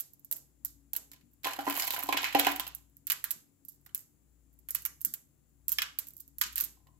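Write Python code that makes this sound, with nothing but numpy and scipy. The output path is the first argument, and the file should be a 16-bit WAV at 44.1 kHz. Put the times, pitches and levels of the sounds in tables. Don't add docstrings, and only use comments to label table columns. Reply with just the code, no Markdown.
import sys
import numpy as np
from scipy import signal
from scipy.fft import rfft, irfft
from scipy.io import wavfile
from scipy.ndimage import uniform_filter1d

SR = 44100
rng = np.random.default_rng(int(sys.argv[2]) if len(sys.argv) > 2 else 0)


def attenuation_scalar(level_db):
    decades = np.asarray(level_db, float) / 20
    return 10 ** decades


def waveform_to_disk(signal):
    frames = np.transpose(np.atleast_2d(signal))
    scaled = np.clip(frames, -1, 1) * 32767
    samples = np.round(scaled).astype(np.int16)
    wavfile.write(sys.argv[1], SR, samples)


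N = 308259
BOWL_LAG = 18


def rings(modes, gains, size, wander=0.026):
    hz, db, t60 = (column[:, None] for column in np.transpose(modes))
    t = np.arange(size) / SR
    shift = 1 + wander * rng.standard_normal((len(gains), len(modes), 1))
    tone = np.sin(2 * np.pi * hz * shift * t) * attenuation_scalar(db - 60 * t / t60)
    return np.einsum("ek,ekt->et", gains, tone)


def place(times, grains):
    start = np.round(times * SR).astype(int)[:, None]
    at = (start + np.arange(grains.shape[1])).ravel()
    return np.bincount(at, grains.ravel(), N + grains.shape[1])[:N]


def band(x, lo_hz, hi_hz, order=2):
    limits = [lo_hz, min(hi_hz, 0.45 * SR)]
    return signal.sosfilt(signal.butter(order, limits, "band", fs=SR, output="sos"), x)


def peak_one(grains):
    return grains / np.abs(grains).max(axis=-1, keepdims=True)


def colour(x, hz, db, size=1024):
    f = np.maximum(np.arange(size // 2 + 1) * SR / size, 1)
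    log_gain = np.interp(np.log(f), np.log(hz), db) * np.log(10) / 20
    ceps = irfft(log_gain)
    ceps[1:size // 2] *= 2
    ceps[size // 2 + 1:] = 0
    response = irfft(np.exp(rfft(ceps)))
    return signal.fftconvolve(x, response)[:len(x)]


def curve(table):
    s, *columns = np.transpose(table)
    return [np.interp(np.arange(N) / SR, s, column) for column in columns]


def kitchen():
    # (pitch [Hz], left level per Hz [dB], right level per Hz [dB])
    air_levels = [(30.12, -15.5, -14.5), (114.8, -2.5, -10.5), (323.4, -8.5, -13), (736, -46, -32.5),
                  (2000, -43, -31.5), (5800, -32, -39), (7360, -18, -34), (9000, -32, -57.5),
                  (10700, -21.5, -35.5), (12300, -32.5, -38.5), (14900, -24, -25), (15540, -25.5, -37.5),
                  (16100, -60.5, -56)]
    # (time [s], level [dB])
    hum_levels = [(0.25, -83), (0.7, -67.5), (1.25, -76), (2.3, -68), (2.7, -64), (3.05, -76.5), (3.3, -75),
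                  (3.5, -93), (3.87, -71.5), (4.03, -88.5), (4.3, -70), (4.82, -68), (5.3, -80.5),
                  (5.76, -65), (5.92, -73), (6.17, -75.5), (6.55, -61.5), (6.8, -71.5)]
    # (pitch [Hz], width [Hz], level [dB])
    motor_lines = [(95, 8.1, -81), (138.03, 2.8, -76), (226, 12, -85.5), (278.2, 3.6, -77),
                   (322, 15, -96.5)]
    hz, left_db, right_db = np.transpose(air_levels)
    shared, own = rng.standard_normal(N), rng.standard_normal((2, N))
    low_pass = signal.butter(1, 350, fs=SR, output="sos")
    lows = 0.54 * signal.sosfilt(low_pass, shared - own)
    left = colour(own[0] + lows[0], hz, left_db, size=4096)
    right = colour(own[1] + lows[1], hz, right_db, size=4096)
    air = np.array([left, right]) * attenuation_scalar(-46)

    wobble_hz = 1.5 * uniform_filter1d(rng.standard_normal(N), SR // 8) * np.sqrt(SR / 8)
    hum = attenuation_scalar(curve(hum_levels)[0] + 5.5) * np.sin(2 * np.pi * np.cumsum(59.5 + wobble_hz) / SR)
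    for f, width, db in motor_lines:
        line = band(shared + 0.5 * own, f - width / 2, f + width / 2, order=1)
        hum = hum + line * attenuation_scalar(db) / line.std()
    return air + hum * attenuation_scalar([[3.5], [-7]])


def cracks(count, near_db, far_db, size=1300):
    t = np.arange(size) / SR
    noise, sparse = rng.standard_normal((count, 2, size)).transpose(1, 0, 2)
    fading = attenuation_scalar(near_db - 60 * t / 0.049) + attenuation_scalar(far_db - 60 * t / 0.05)
    scatter = noise * attenuation_scalar(1.3 * sparse) * fading
    scatter[:, 2] += 1
    delay, strength = rng.random((count, 2)).T
    echo_at = (SR * (0.0006 + 0.0007 * delay)).astype(int)
    scatter[np.arange(count), echo_at] += 2.03 * strength
    return scatter * np.minimum((size - np.arange(size)) / 200, 1)


def contacts(s, shell_db, tap_db, tap_hz, thud_db=-14.5, sharpness=0.72, lag=0, hollow_db=-30):
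    # (pitch [Hz], level [dB], time to fade by 60 dB [s])
    body_modes = [(1190, -9.5, 0.036), (1654, -1, 0.017), (2074, -4.5, 0.015), (2500, 6.5, 0.0077),
                  (3000, 1, 0.027), (3310, -7.5, 0.02), (4160, -6.5, 0.035)]
    turn = 2 * np.pi * tap_hz[:, None] * np.arange(300) / SR
    broad = np.sin(turn) * np.exp(-turn / 2 / sharpness)
    broad[:, 1] += 0.4
    broad += attenuation_scalar(hollow_db) * np.sin(turn) * np.exp(-turn / 2 / 4.5)
    struck = attenuation_scalar(-27.5 + 4.2 * np.minimum(tap_db - shell_db, 0))[:, None]
    gains = rng.choice([-1.0, -1.2, 0.94, 0.8], (len(s), len(body_modes)))
    body = rings(body_modes, gains, size=1300) * struck
    body[:, :300] += broad

    ports = []
    for port_db in (0.5, -0.5):
        shell = peak_one(band(cracks(len(s), near_db=-24, far_db=-32), 7600, 22000))
        tap = signal.fftconvolve(body, cracks(len(s), near_db=-22, far_db=-22.5), axes=1)[:, :1300]
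        tap = peak_one(band(band(tap, 1300, 10000), 950, 14000))
        clicks = place(s, shell * attenuation_scalar(shell_db - 14.5 + port_db)[:, None])
        taps = place(s, tap * attenuation_scalar(tap_db - 7.5)[:, None])
        ports.append(clicks + taps)

    bare = band(place(s, attenuation_scalar(shell_db - 6.5)[:, None]), 5100, 27000)
    bare = bare + band(place(s, body * attenuation_scalar(tap_db + 5)[:, None]), 1100, 7600, order=3)
    thud = band(place(s, attenuation_scalar(0.5 * (shell_db + tap_db) + thud_db)[:, None]), 230, 900)
    return np.array([np.roll(ports[0], lag), ports[1], bare + thud])


def landings(s, shell_db, tap_db, thud_db):
    # (time [s], tap centre [Hz])
    tray_spot = [(0, 4180), (1.2, 4470), (3.08, 4140), (3.095, 3200), (3.13, 3000), (3.23, 1700),
                 (3.26, 1760), (3.3, 4200), (4.0, 4500), (4.68, 2000), (4.87, 2000), (5.0, 5900),
                 (5.75, 5200), (5.78, 2880), (5.83, 2800), (5.98, 4350), (6.39, 4240), (6.41, 1790),
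                 (6.5, 4000), (6.7, 4500)]
    tap_hz = np.interp(s, *np.transpose(tray_spot))
    hollow_db = np.where(tap_hz < 2000, -12.5, -30)[:, None]
    first = contacts(s, shell_db, tap_db, tap_hz, thud_db, hollow_db=hollow_db)

    wait, scatter = rng.random((len(s), 2)).T
    again_s = s + 0.003 + 0.0043 * wait
    loss_db = 0.5 * (2 * scatter - 1)
    return first + contacts(again_s, shell_db - 22 + loss_db, tap_db - 13 + loss_db, tap_hz)


def first_handful():
    # (time [s], shell click [dB], body tap [dB])
    drops = [(0.0, -17, -32), (0.0057, -12.5, -60), (0.1342, -34, -62), (0.195, -41, -73),
             (0.2469, -28, -70), (0.3128, -9.5, -34), (0.325, -8.5, -29), (0.3626, -33.5, -41),
             (0.6487, -11, -76), (0.933, -11, -31), (0.952, -29, -45), (0.9641, -8.5, -25.5),
             (1.116, -30.5, -37.5), (1.1341, -39, -40)]
    return landings(*np.transpose(drops), thud_db=1.5)


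def room(blows):
    # (pitch [Hz], time to fade by 60 dB [s], level [dB])
    echo_fade = [(483, 0.41, -14), (1260, .28, -11.5), (3500, 0.36, -18), (8900, 0.27, -6),
                 (13300, 0.43, -100)]
    t = np.arange(SR // 2) / SR
    hz, t60, db = np.transpose(echo_fade)
    echoes = 0
    for f in 350 * 2.0 ** np.arange(6):
        life_s, gain_db = (np.interp(np.log(f), np.log(hz), column) for column in (t60, db))
        noise = rng.standard_normal((2, len(t)))
        alike = np.clip(1 - (f / 860) ** 2, 0, 1)
        noise[1] = alike * noise[0] + np.sqrt(1 - alike ** 2) * noise[1]
        echoes = echoes + band(noise, f / 2.17, f * 1.655) * attenuation_scalar(gain_db - 21 - 60 * t / life_s)
    echoes = echoes * np.minimum(t / 0.0067, 1)
    return signal.fftconvolve(blows[None], echoes, axes=1)[:, :N]


def settling():
    # (time [s], shell click [dB], body tap [dB])
    skips = [(0.137, -43, -78.5), (0.3604, -29, -68), (0.3656, -25, -60), (0.3674, -29, -62),
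             (0.3706, -33, -68), (0.3828, -33, -65), (0.6797, -36, -58), (0.6923, -44, -61),
             (0.7069, -46, -76), (1.1332, -42, -61), (1.3142, -54, -78), (1.3311, -56, -89),
             (1.3344, -47, -87), (1.3385, -49, -82), (1.4333, -33, -37), (2.8288, -57, -77.5),
             (2.8975, -54, -85), (3.0733, -22, -60), (3.1218, -24, -32), (3.1979, -36, -57),
             (3.2571, -31, -47), (3.6835, -29, -78), (3.6883, -30, -76.5), (3.71, -47, -83),
             (3.7205, -41, -81.5), (3.7292, -46, -83), (3.7358, -53, -83), (3.7388, -50, -78),
             (3.7443, -49, -80.5), (3.7485, -51, -82), (3.7602, -52, -84), (3.8129, -51, -84),
             (3.8501, -50, -79), (3.9773, -23, -62.5), (3.9922, -31, -63), (4.0066, -34.5, -69.5),
             (4.5302, -51.5, -85), (4.539, -50, -82), (4.7478, -10, -43.5), (4.7846, -33, -57),
             (5.0023, -46, -75), (5.4937, -55.5, -88), (5.6932, -11.5, -46.5), (5.7191, -7.5, -46),
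             (5.7249, -10, -51), (5.7308, -23, -53), (6.0843, -26, -63), (6.1546, -47, -80.5),
             (6.1795, -33, -76), (6.1883, -42, -72), (6.2006, -33.5, -67), (6.4779, -33, -38),
             (6.5259, -34, -60), (6.6182, -18, -52), (6.647, -17, -49), (6.8827, -57, -73)]
    return contacts(*np.transpose(skips), tap_hz=np.full(len(skips), 4000.0), thud_db=-15.5)


def bowl(s, wall_db, deep_db, upper_db):
    # (pitch [Hz], level [dB], time to fade by 60 dB [s])
    bowl_modes = [
        (289.7, -1.5, 0.08),
        (761.6, 1.5, 0.064),
        (822, 2.5, 0.045),
        (982, 3.5, 0.024),
        (1043.4, -2.5, 0.09),
        (438, -11.5, 0.023),
        (570, -10.5, 0.031),
        (1890, -18, 0.086),
        (667.2, -7.5, .04),
    ]
    size = 3600
    left = size - np.arange(size)
    gains = (-1.0) ** np.arange(len(bowl_modes)) * attenuation_scalar(2 * rng.standard_normal((len(s), len(bowl_modes))))
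    gains[:, 0] = attenuation_scalar(deep_db + 1)
    gains[:, 1:3] *= attenuation_scalar(-np.maximum(upper_db, 0))[:, None]
    gains[:, 3:5] *= attenuation_scalar(np.minimum(upper_db, 0))[:, None]
    grip = attenuation_scalar(-10.5 * np.clip((np.arange(size) / SR - 0.012) / 0.003, 0, 1))
    ring = rings(bowl_modes[1:], gains[:, 1:], size, wander=0.017) * grip
    ring = ring + rings(bowl_modes[:1], gains[:, :1], size, wander=0.01)
    ring = band(band(ring, 230, 2300), 130, 6000) * np.minimum(left / 600, 1)
    wall = place(s, ring * attenuation_scalar(wall_db - 10.5)[:, None])
    wall = wall + band(place(s, attenuation_scalar(wall_db + 4.5)[:, None]), 76, 350, order=3)
    return np.array([wall, 1.5 * np.roll(wall, -4), wall])


def knocks():
    # (time [s], wall [dB], deep mode relative to wall [dB], upper minus lower modes [dB])
    blows = [(1.115, -61.5, 9, 5), (1.14, -53.5, -18, 16), (1.4421, -36, -4, 5), (1.4544, -22, -9, 7.5),
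             (1.468, -18, -32, 10), (1.5866, -21, -7, -14), (1.667, -19.5, -42, 3),
             (1.6748, -15.5, -3.5, 13), (1.7752, -25.5, -19.5, 12), (1.8342, -34.5, -31, -5),
             (1.904, -31, -21, 8), (1.9376, -28, -29, 8.5), (1.979, -27, -30.5, 11.5), (2.037, -34, 0, 8),
             (2.0877, -16, -7.5, 3.5), (2.1243, -20.5, -20.5, 3.5), (2.143, -22, -4, 6.5),
             (2.1692, -25.5, -4.5, 3), (2.3481, -3, -10.5, -12), (2.372, -26, -12, -14.5),
             (2.397, -17, -9, -17), (2.4672, -13.5, -7, 1), (2.5226, -36, 4, -4), (2.5977, -28.5, -45, 35),
             (2.6665, -38, -35, 4), (3.864, -60, -31.5, -7), (0.934, -52.5, -29, -7),
             (0.313, -56.5, -33.5, -7.5), (2.231, -27, -25, 4.5), (6.77, -59.5, -18.5, 7),
             (6.866, -54.5, -19, 5), (6.885, -52, -23.5, 17), (6.8, -62, -22, 4), (6.935, -64, -16, 11.5)]
    return bowl(*np.transpose(blows))


def further_contacts():
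    # (time [s], shell click [dB], body tap [dB], tap centre [Hz])
    single_contacts = [(0.6556, -21.5, -44, 1510), (1.141, -46, -56, 4500), (2.677, -25, -61, 2500),
                       (3.8632, -37, -44.5, 1400), (4.7568, -25, -25.5, 5500), (4.852, -25, -25.5, 5600),
                       (4.6926, -26, -37.5, 2000), (5.048, -32, -33, 1915), (6.87, -64, -51.5, 2372),
                       (0.9517, -45, -32.5, 2500), (1.161, -53, -49, 3500), (1.211, -62, -55, 2500),
                       (3.246, -29, -27.5, 3500), (3.876, -59, -60, 1600), (3.892, -66, -49.5, 1510),
                       (3.909, -65, -58, 1495), (3.9519, -27, -38.5, 3000), (5.008, -33, -47, 4000),
                       (6.4137, -9, -12.5, 4200), (6.4177, -11, -20.5, 1490), (6.417, -23, -14, 6500),
                       (1.667, -43, -28, 2500), (3.104, -17.5, -16.5, 4280), (3.1238, -20, -23, 1500),
                       (5.726, -26.5, -34.5, 3500), (6.437, -34, -20, 6000), (6.465, -33.5, -27, 5800),
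                       (6.563, -22, -25, 4500), (6.59, -25, -32.5, 5000), (6.624, -25, -33, 5950)]
    return contacts(*np.transpose(single_contacts))


def counter():
    # (time [s], level [dB])
    bumps = [
        (1.229, -59.5),
        (3.348, -60.5),
        (5.059, -55.5),
        (6.451, -57.5),
        (6.62, -57),
    ]
    # (pitch [Hz], level [dB], time to fade by 60 dB [s])
    counter_modes = [(145.7, 0, 0.13), (230, 0.5, 0.14), (331, -2.5, 0.16)]
    s, bump_db = np.transpose(bumps)
    gains = rng.uniform(0.84, 1, (len(s), len(counter_modes)))
    swell = np.minimum(np.arange(4000) / SR / 0.012, 1)
    ring = rings(counter_modes, gains, size=4000, wander=0.068) * swell
    bump = place(s, ring * attenuation_scalar(bump_db)[:, None])
    return np.array([bump, 0.6 * bump, bump])


def rattling():
    # (time [s], shell click [dB], body tap [dB])
    rattle = [(1.4403, -34, -34), (1.4496, -19, -38), (1.4913, -30, -34), (1.5151, -35, -37),
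              (1.5444, -35.5, -40), (1.5588, -39, -39), (1.58, -43, -46), (1.5894, -43, -33),
              (1.6067, -36, -32), (1.6201, -38, -45), (1.629, -40, -45), (1.6383, -48, -39),
              (1.646, -35.5, -41), (1.6728, -39, -28), (1.685, -24.5, -33.5), (1.708, -20, -19),
              (1.7247, -23.5, -25), (1.7367, -29, -35), (1.7416, -21, -33), (1.777, -16.5, -34),
              (1.787, -23, -35.5), (1.789, -25.5, -37.5), (1.8151, -30, -38.5), (1.8528, -23, -42),
              (1.8657, -25.5, -33), (1.87, -22.5, -42.5), (1.9237, -19.5, -39.5), (1.94, -32, -31),
              (1.9586, -34.5, -39.5), (1.973, -32, -40.5), (1.977, -32, -40), (1.9896, -19, -36),
              (2.0049, -26, -37.5), (2.022, -31.5, -41.5), (2.0724, -38, -48.5), (2.0882, -29, -29),
              (2.1255, -27, -22.5), (2.1394, -32, -28.5), (2.2092, -33, -37), (2.2523, -27, -34),
              (2.274, -29, -34), (2.329, -32, -35), (2.37, -28, -32.5), (2.3883, -17, -27.5),
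              (2.4116, -20.5, -33), (2.482, -33, -32.5), (2.4901, -22, -26), (2.512, -23.5, -34.5),
              (2.5216, -31, -40), (2.5376, -33.5, -40), (2.557, -30, -36), (2.5732, -41.5, -46),
              (2.6037, -20.5, -26.5), (2.6251, -36.5, -57), (2.6325, -51, -42), (2.6421, -40, -45),
              (2.6772, -21.5, -48), (2.7176, -45.5, -57), (2.7699, -46, -60), (2.7845, -43.5, -57)]
    return contacts(*np.transpose(rattle), tap_hz=np.full(len(rattle), 2500.0), lag=BOWL_LAG)


def stirring(rate=100, spread_db=3.0):
    # (time [s], effort [dB], share of shell on shell [dB])
    stir = [
        (1.442, -35, -7.5),
        (1.5, -40, -26.5),
        (1.65, -45.5, -21),
        (1.74, -36.5, -13.5),
        (1.9, -32.5, -6),
        (2.06, -43, -11.5),
        (2.3, -51.5, -8),
        (2.42, -39.5, -14.5),
        (2.8, -89.5, -8),
    ]
    s = np.sort(rng.uniform(stir[0][0], stir[-1][0], int(rate * 1.5)))
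    tap_db, share_db = (column[(s * SR).astype(int)] for column in curve(stir))
    shell_db = tap_db + share_db
    wall_db = -50 + 0.92 * (tap_db + 43)
    extra_db = spread_db * rng.exponential(size=(len(s), 3)).T
    tap_hz = 2600 * attenuation_scalar(18 * rng.standard_normal(len(s)))
    small = contacts(s, shell_db + 17 + extra_db[0], tap_db + 6.5 + extra_db[1], tap_hz, lag=BOWL_LAG)
    nudge_s, nudge_db = s[::2], (wall_db + 4.5 + extra_db[2])[::2]
    return small + bowl(nudge_s, nudge_db, np.full(len(nudge_s), -14.0), np.full(len(nudge_s), 2.0))


def scooping():
    # (time [s], shell click [dB], body tap [dB], tap centre [Hz])
    scoop = [(1.4449, -36, -17, 3150), (1.4498, -24.5, -19.5, 2400), (1.4701, -18.5, -17, 1650),
             (1.59, -45, -22.5, 1500), (1.6767, -41, -19.5, 1300), (1.6985, -13.5, -20.5, 2460),
             (1.7654, -16, -20, 2390), (1.8217, -20, -16, 4900), (1.849, -19, -35.5, 3100),
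             (1.9055, -13, -17, 3736), (1.9631, -42.5, -19, 2260), (1.9923, -20.5, -28.5, 2470),
             (2.0343, -14.5, -36.5, 4290), (2.0895, -30.5, -19.5, 3278), (2.1256, -31.5, -12, 2349),
             (2.1691, -30, -16, 2502), (2.1728, -20, -11.5, 3200), (2.2303, -36.5, -18.5, 2700),
             (2.2429, -24.5, -9.5, 2421), (2.3255, -36.5, -25, 2700), (2.3487, -23.5, -10, 3000),
             (2.392, -17, -13.5, 2287), (2.396, -5, -10, 3330), (2.4477, -23.5, -13.5, 2700),
             (2.468, -14, -8, 2083), (2.5176, -17.5, -23.5, 2460), (2.5605, -16.5, -26, 2700),
             (2.5972, -11, -18, 3220), (2.6673, -28.5, -26, 2920), (2.749, -17.5, -46.5, 6200)]
    return contacts(*np.transpose(scoop), lag=BOWL_LAG, hollow_db=-9)


def second_handful():
    # (time [s], shell click [dB], body tap [dB])
    later_drops = [(2.9684, -34, -62.5), (3.0694, -14.5, -37), (3.0752, -27, -31.5), (3.1, -8, -16.5),
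                   (3.1192, -5.5, -22), (3.241, -9, -24.5), (3.2537, -29.5, -43), (3.3072, -10, -23.5),
                   (3.3133, -10, -35), (3.6499, -30, -67), (3.6856, -26, -64), (3.692, -30, -72),
                   (3.8619, -35.5, -46), (3.9473, -9.5, -29.5), (4.5897, -40.5, -69.5), (4.687, -18.5, -36.5),
                   (4.7066, -11.5, -41), (4.7502, -6.5, -25), (4.8212, -27.5, -68), (4.8518, -8.5, -28.5),
                   (4.8605, -13.5, -31), (5.0144, -20, -48), (5.0488, -3.5, -36), (5.1385, -13, -28.5),
                   (5.6817, -6.5, -28), (5.6915, -23, -30), (5.719, -30, -27.5), (5.7391, -30, -57),
                   (5.785, -13.5, -14), (5.8199, -14, -14), (5.9874, -8, -23), (6.0698, -27.5, -45.5),
                   (6.0872, -34, -58), (6.106, -36, -53), (6.136, -36, -74), (6.167, -26.5, -68),
                   (6.1983, -37.5, -51), (6.2039, -23.5, -72), (6.278, -33.5, -63), (6.3837, -20, -41),
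                   (6.413, -10, -20), (6.53, -34, -41), (6.5571, -13, -29.5), (6.574, -19, -26),
                   (6.58, -7, -22), (6.6014, -13, -22.5), (6.6088, -5.5, -23), (6.6158, -23, -41),
                   (6.6385, -18.5, -30.5), (6.6416, -16.5, -38), (6.6493, -24, -35), (6.665, -36, -53)]
    return landings(*np.transpose(later_drops), thud_db=-4.5)


def rim():
    # (time [s], level [dB])
    rim_hits = [
        (3.103, -50.5),
        (3.119, -49),
        (5.786, -31),
        (5.8189, -34.5),
        (6.411, -53),
    ]
    # (pitch [Hz], level [dB], time to fade by 60 dB [s])
    rim_modes = [(1166, -11, 0.074), (1605, -6.5, 0.039), (1745, 0.5, 0.051), (2085, -1, 0.04),
                 (2491, 1, 0.052), (2860, 0.5, 0.035), (3310, 3, 0.045), (3890, -13, .04),
                 (5260, 8.5, 0.0074)]
    s, hit_db = np.transpose(rim_hits)
    gains = rng.uniform(0.9, 1, (len(s), len(rim_modes))) * (-1.0) ** np.arange(len(rim_modes))
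    ring = rings(rim_modes, gains, size=3000, wander=0.002)
    ring = band(place(s, ring * attenuation_scalar(hit_db)[:, None]), 790, 9000)
    return np.array([ring, 1.5 * np.roll(ring, -5), 0.64 * ring])


def microphone_ports(sound):
    # (pitch [Hz], left level [dB], right level [dB])
    port_gains = [(60, 1, -3), (235, 7.5, -1), (851, -0.5, 0.5), (2700, -2.5, 3), (4500, 4, 3.5),
                  (6200, 7, -1), (7703, 9.5, 6.5), (8970, 2, -3), (10870, 6.5, 12.5), (11940, 8, 24),
                  (13450, 3, 21), (15200, 15, 7), (15930, 10.5, -19.5), (17800, -108, -30)]
    hz, left_db, right_db = np.transpose(port_gains)
    return np.array([colour(sound[0], hz, left_db), colour(sound[1], hz, right_db)])


def scene():
    tray = first_handful() + settling() + second_handful() + rim()
    in_bowl = knocks() + rattling() + stirring() + scooping()
    blows = tray + in_bowl + further_contacts() + counter()
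    heard = blows[:2] + room(blows[2])
    return microphone_ports(heard) + kitchen()


def roll_off(x):
    return signal.sosfilt(signal.butter(12, 17010, fs=SR, output="sos"), x)


def record(dry):
    return roll_off(dry)


dry = scene()
out = record(dry)
waveform_to_disk(out)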